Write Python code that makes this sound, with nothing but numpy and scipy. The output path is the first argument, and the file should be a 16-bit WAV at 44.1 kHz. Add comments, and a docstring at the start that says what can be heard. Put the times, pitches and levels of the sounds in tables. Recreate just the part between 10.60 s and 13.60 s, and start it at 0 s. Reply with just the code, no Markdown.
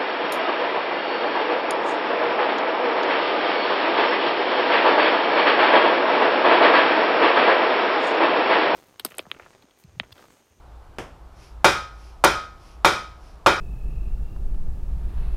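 """A hammer drives a bearing into an engine block through a long metal rod, in a garage.
One light tap seats the rod. Four hard blows follow: steel cracks on steel, the block clanks and the rod
rings in decaying modes, the garage reverberates, and the peaks overload the microphone.
Cloth swishes faintly on each backswing, over a low room rumble; both are shaped noise."""
import sys
import numpy as np
from scipy import signal
from scipy.fft import rfft, irfft
from scipy.io import wavfile

SR = 44100
rng = np.random.default_rng(int(sys.argv[2]) if len(sys.argv) > 2 else 0)


def persist_wave(psi):
    """Save psi, clipped to +-1, as 16-bit WAV."""
    counts = np.round(np.clip(psi, -1, 1) * 32767).astype(np.int16)
    wavfile.write(sys.argv[1], SR, np.atleast_2d(counts).T)


N = 132300
AGE_S = np.arange(SR) / SR  # time since an impact
BLOCK_RISE_S, CRACK_T60_S = 0.0013, 0.015

# decay of the garage and of the small high modes (frequency [Hz], t60 [s])
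DECAY_TIMES = [(60, 0.82), (300, 0.32), (700, 0.43), (1300, 0.41), (2500, 0.39), (5000, 0.42), (9000, 0.35),
               (15000, 0.28)]
# steel-on-steel contact (frequency [Hz], relative density [dB])
CRACK_SPECTRUM = [(500, 6), (2500, -32), (5500, -3), (9500, -4), (15000, -12.5)]


def amp(db):
    """Decibels to gain."""
    return 10 ** (np.asarray(db) / 20)


def lookup(points, hz):
    """Table value, interpolated over log frequency."""
    points_hz, values = np.transpose(points)
    return np.interp(np.log(hz + 1), np.log(points_hz + 1), values)


def add(mix, start_s, sound):
    """Mixes a sound in at start_s."""
    part = mix[round(start_s * SR):][:len(sound)]
    part += sound[:len(part)]


def colour(x, spectrum):
    """Filters x by a spectrum; rms 1."""
    hz = np.fft.rfftfreq(len(x), 1 / SR)
    shaped = irfft(rfft(x) * amp(lookup(spectrum, hz)), len(x))
    return shaped / np.std(shaped)


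def rise(tau_s):
    """Attack envelope."""
    return 1 - np.exp(-AGE_S / tau_s)


def fade(t60_s):
    """Decay envelope."""
    return amp(-60 * AGE_S / t60_s)


def wander(size, width_cycles):
    """Smooth complex noise, rms 1; bandwidth in cycles per array."""
    lowpass = np.exp(-(np.fft.fftfreq(size, 1 / size) / width_cycles) ** 2)
    smooth = np.fft.ifft(np.fft.fft(rng.standard_normal(size)) * lowpass)
    smooth = smooth + 1j * np.roll(smooth, size // 2)
    return smooth / np.std(smooth)


def ring(modes, scatter_db=0, tilt_db_per_oct=0, flutter=0, flutter_hz=14):
    """Decaying sines of alternating sign; reflections make them flutter."""
    out = np.zeros(SR)
    for k, (hz, db, t60_s) in enumerate(modes):
        octaves = np.log2(hz / modes[0][0])
        gain = amp(db + scatter_db * rng.standard_normal() + tilt_db_per_oct * octaves)
        waver = (1 + flutter * wander(SR, flutter_hz)) / np.hypot(1, flutter) if flutter else 1
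        tone = (waver * np.exp(2j * np.pi * hz * AGE_S)).imag
        out += (-1) ** k * gain * fade(t60_s) * tone
    return out


def diffuse():
    """1 s of evenly spread reflections: noise with a levelled short-time spectrum."""
    noise = rng.standard_normal(SR)
    for _ in range(3):
        bins = signal.stft(noise, nperseg=1024)[2]
        noise = signal.istft(bins / (abs(bins) + 1e-12), nperseg=1024)[1][:SR]
    return noise / np.std(noise)


def rumble(drone_hz=56, drone_width_hz=6.5):
    """Steady rumble and air of the garage, with a wavering narrow-band drone."""
    # room noise (frequency [Hz], relative density [dB])
    air_spectrum = [(12, -15.5), (25, -4), (45, -1), (70, -8.5), (100, -14), (150, -17.5), (220, -25.5),
                    (330, -21.5), (500, -25.5), (750, -21.5), (1000, -24), (1350, -27), (1900, -38),
                    (3600, -42), (8000, -50), (15000, -56.5)]
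    hz = np.fft.rfftfreq(N, 1 / SR)
    band = np.exp(-((hz - drone_hz) / drone_width_hz) ** 2)
    drone = irfft(rfft(rng.standard_normal(N)) * band, N)
    return amp(-46.5) * colour(rng.standard_normal(N), air_spectrum) + amp(-47) * drone / np.std(drone)


def tap(start_s=0.3847, rebound_s=0.0024):
    """Light tap: a dry click and its rebound, too weak to ring the rod."""
    # click and its reflections (frequency [Hz], relative density [dB])
    tap_spectrum = [(60, -2), (140, 0.5), (230, 2.5), (370, 4.5), (800, -1.5), (1400, -3.5), (2200, -8),
                    (3300, -11.5), (4100, -25), (5300, -17), (7000, -23), (10000, -27.5), (15000, -38)]
    envelope = amp(-27.5) * fade(t60_s=0.0046) + amp(-31) * fade(t60_s=0.2)
    click = colour(diffuse(), tap_spectrum) * envelope
    room = amp(-34.5) * garage(colour(diffuse(), tap_spectrum))
    rebound = amp(-53) * colour(diffuse(), CRACK_SPECTRUM) * fade(CRACK_T60_S)
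    out = np.zeros(N)
    add(out, start_s, click + amp(-42) * block() + room)
    add(out, start_s + rebound_s, rebound)
    return out


def block():
    """Hollow clank of the engine block's modes."""
    # (frequency [Hz], level before tilt [dB], t60 [s])
    block_modes = [(332, -6.2, 0.26), (363, -5.9, 0.26), (384, -5.6, 0.26), (424, -8.1, 0.26),
                   (502, -8.0, 0.26), (559, -3.4, 0.26), (584, -1.6, 0.26), (744, -0.7, 0.26),
                   (774, -2.0, 0.26), (867, -3.9, 0.26), (890, -2.8, 0.26), (921, -3.1, 0.26),
                   (989, -5.9, 0.26), (1042, -5.3, 0.26), (1081, -3.5, 0.26), (1137, -5.5, 0.26),
                   (1231, -2.2, 0.26)]
    return ring(block_modes, tilt_db_per_oct=-3.1) * rise(BLOCK_RISE_S)


def garage(reflections):
    """Reverberation: reflections build up, then die band by band."""
    hz, time_s, bins = signal.stft(reflections, SR, nperseg=512, noverlap=384)
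    bins = bins * amp(-60 * time_s / lookup(DECAY_TIMES, hz)[:, None])
    return signal.istft(bins, SR, nperseg=512, noverlap=384)[1][:SR] * rise(tau_s=0.0024)


def cloth():
    """Soft swish as the arm draws back."""
    # backswings (centre [s], Gaussian sigma [s], level [dB])
    swings = [(0.842, 0.052, -56), (1.455, 0.068, -58.5), (2.078, 0.062, -58.5), (2.675, 0.064, -61)]
    # swish (frequency [Hz], relative density [dB])
    cloth_spectrum = [(300, -21.5), (1500, -1.5), (2500, 6), (3800, -1), (5400, 6.5), (7800, -10.5),
                      (10300, -5), (15000, -26)]
    time_s = np.arange(N) / SR
    envelope = sum(amp(db) * np.exp(-((time_s - centre_s) / sigma_s) ** 2 / 2)
                   for centre_s, sigma_s, db in swings)
    return envelope * colour(rng.standard_normal(N), cloth_spectrum)


def knock():
    """Blunt first push of a blow."""
    # (frequency [Hz], relative level [dB], t60 [s])
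    knock_modes = [(960, 4.5, .011), (640, -6, 0.02), (1204, 0, 0.01)]
    return ring(knock_modes) * rise(tau_s=0.00046)


def crack():
    """Steel meets steel and chatters for a few milliseconds."""
    # (delay [s], relative level [dB])
    contacts = [(0, -2), (.0042, -1), (.0075, 8.5)]
    out = np.zeros(SR)
    for delay_s, db in contacts:
        burst = colour(rng.standard_normal(SR), CRACK_SPECTRUM) * fade(CRACK_T60_S)
        add(out, delay_s, amp(db - 16) * burst)
    return out


def thud():
    """Low shudder of block and stand."""
    # (frequency [Hz], relative level [dB], t60 [s])
    thud_modes = [(55, -45, .18), (122, -34, 0.3), (150.3, -35, .2), (191.5, -39, 0.33)]
    return ring(thud_modes) * rise(BLOCK_RISE_S)


def ripple(depth_db=3.2, width_hz=70, from_hz=1600):
    """Gain per frequency: treble peaks and dips from crowded metal modes."""
    hz = np.fft.rfftfreq(SR, 1 / SR)
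    bumps = wander(len(hz), hz[-1] / width_hz / 2).real
    gain = amp(depth_db * np.clip(bumps / np.std(bumps), -2, 2))
    return np.where(hz > from_hz, gain / np.sqrt(np.mean(gain ** 2)), 1)


def vary(response, peaks):
    """Renews part of a response, most in the treble, and applies the metal's peaks."""
    # share common to all blows (frequency [Hz], correlation [0-1])
    likeness = [(100, .7), (1200, .85), (2500, .65), (6000, .5), (15000, .3)]
    common = lookup(likeness, np.fft.rfftfreq(SR, 1 / SR))
    fresh = np.sqrt(1 - common ** 2) * rfft(rng.standard_normal(SR))
    return irfft(peaks * (common * rfft(response) + fresh), SR)


def clang(response):
    """Dense metal modes as fast-decaying noise."""
    # (frequency [Hz], relative density [dB])
    clang_spectrum = [(50, -32), (100, -26), (250, -12.5), (400, -9.5), (520, -15), (650, -10), (900, 3.5),
                      (1700, -10.5), (2400, -9), (4500, -16), (6500, -21.5), (9500, -32), (15000, -40.5)]
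    return amp(-12) * colour(response, clang_spectrum) * fade(t60_s=0.14)


def shimmer(modes_hz, lowest_hz, tilt_db_per_oct=-7.5, spread_db=5):
    """Small high modes of the metal, struck with a different strength each time."""
    scatter_db = spread_db * np.tanh(rng.standard_normal(len(modes_hz)))
    phases = rng.random(len(modes_hz))
    levels_db = -40.5 + tilt_db_per_oct * np.log2(modes_hz / lowest_hz) + scatter_db
    return sum(amp(db) * fade(lookup(DECAY_TIMES, hz)) * np.sin(2 * np.pi * (hz * AGE_S + phase))
               for hz, db, phase in zip(modes_hz, levels_db, phases))


def rod(tilt_db_per_oct):
    """Ringing modes of the rod; one tone swells late and lingers faintly."""
    # (frequency [Hz], level before tilt [dB], t60 [s])
    rod_modes = [(1336, -6.9, 0.4), (1369, -8.5, 0.4), (1427, -1.1, 0.48), (1514, -10.3, 0.4),
                 (1581, -10.8, 0.48), (1653, -13.6, 0.4), (1791, -13.7, 0.48), (2017, -13.7, 0.4),
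                 (2299, -10.0, 0.4), (2435, -11.7, 0.4), (2527, -14.6, 0.4), (3081, -12.9, 0.4),
                 (3132, -16.0, 0.4), (3437, -17.9, 0.4), (3756, -16.1, 0.4), (3832, -15.8, 0.4),
                 (4165, -20.1, 0.4), (5620, -20.3, 0.4)]
    late_hz, late_delay_s, late_rise_s, late_t60_s = 1261, 0.105, 0.012, 0.36
    since_s = np.maximum(AGE_S - late_delay_s, 0)
    swell = (1 - np.exp(-since_s / late_rise_s)) * amp(-20.5 - 60 * since_s / late_t60_s)
    linger = amp(-52.5) * fade(t60_s=2.8)
    late_tone = (swell + linger) * np.sin(2 * np.pi * late_hz * AGE_S)
    ringing = ring(rod_modes, scatter_db=1.5, tilt_db_per_oct=tilt_db_per_oct, flutter=0.45)
    return amp(-14) * ringing * rise(tau_s=0.0045) + late_tone


def blows(shimmer_low_hz=2670, shimmer_high_hz=13850, treble_hz=2500):
    """Each hard blow excites the same block, rod and room."""
    # (time [s], gain [dB], treble shelf [dB], rod gain [dB], crack gain [dB], rod tilt [dB/oct])
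    strikes = [(1.0446, 3, -1.5, -4.5, -13, 0), (1.6395, 2.5, -3, -3, -5, -2.5),
               (2.2468, 2, -2, -6, -13, 1), (2.862, 3, -7.5, -6, -15.5, 0)]
    # garage's response to a blow (frequency [Hz], relative density [dB])
    room_spectrum = [(30, -23.5), (55, -10), (95, -14), (130, -18.5), (250, -10), (380, -11.5), (520, -5),
                     (700, -9), (1000, -7), (1350, -1.5), (1700, -17), (2000, -11.5), (2350, -2),
                     (2700, -13.5), (3500, -11.5), (4700, -16), (5500, -13), (6500, -22), (9500, -26),
                     (12000, -33), (15000, -38.5)]
    metal_response, room_response, peaks = diffuse(), diffuse(), ripple()
    shimmer_hz = shimmer_low_hz * (shimmer_high_hz / shimmer_low_hz) ** rng.random(size=40)
    body = knock() + amp(-17.5) * block() + thud()
    highpass = signal.butter(1, treble_hz, "high", fs=SR)
    out = np.zeros(N)
    for start_s, db, treble_db, rod_db, crack_db, tilt_db_per_oct in strikes:
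        metal = clang(vary(metal_response, peaks))
        room = amp(-15.5) * garage(colour(vary(room_response, peaks), room_spectrum))
        dense = metal + room + shimmer(shimmer_hz, shimmer_low_hz)
        dense += (amp(treble_db) - 1) * signal.lfilter(*highpass, dense)
        blow = body + dense + amp(rod_db) * rod(tilt_db_per_oct) + amp(crack_db) * crack()
        add(out, start_s, amp(db) * blow)
    return out


def scene():
    """All sources at one microphone."""
    return (blows() + tap() + cloth() + rumble())[None]


def record(dry):
    """Microphone overload flattens the peaks; a low-pass follows."""
    ceiling, knee, cutoff_hz = 0.73, 8, 15500
    clipped = dry / (1 + abs(dry / ceiling) ** knee) ** (1 / knee)
    lowpass = signal.firwin(301, cutoff_hz, window=("kaiser", 9), fs=SR)
    return signal.oaconvolve(clipped, lowpass[None], "same")


dry = scene()
out = record(dry)
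persist_wave(out)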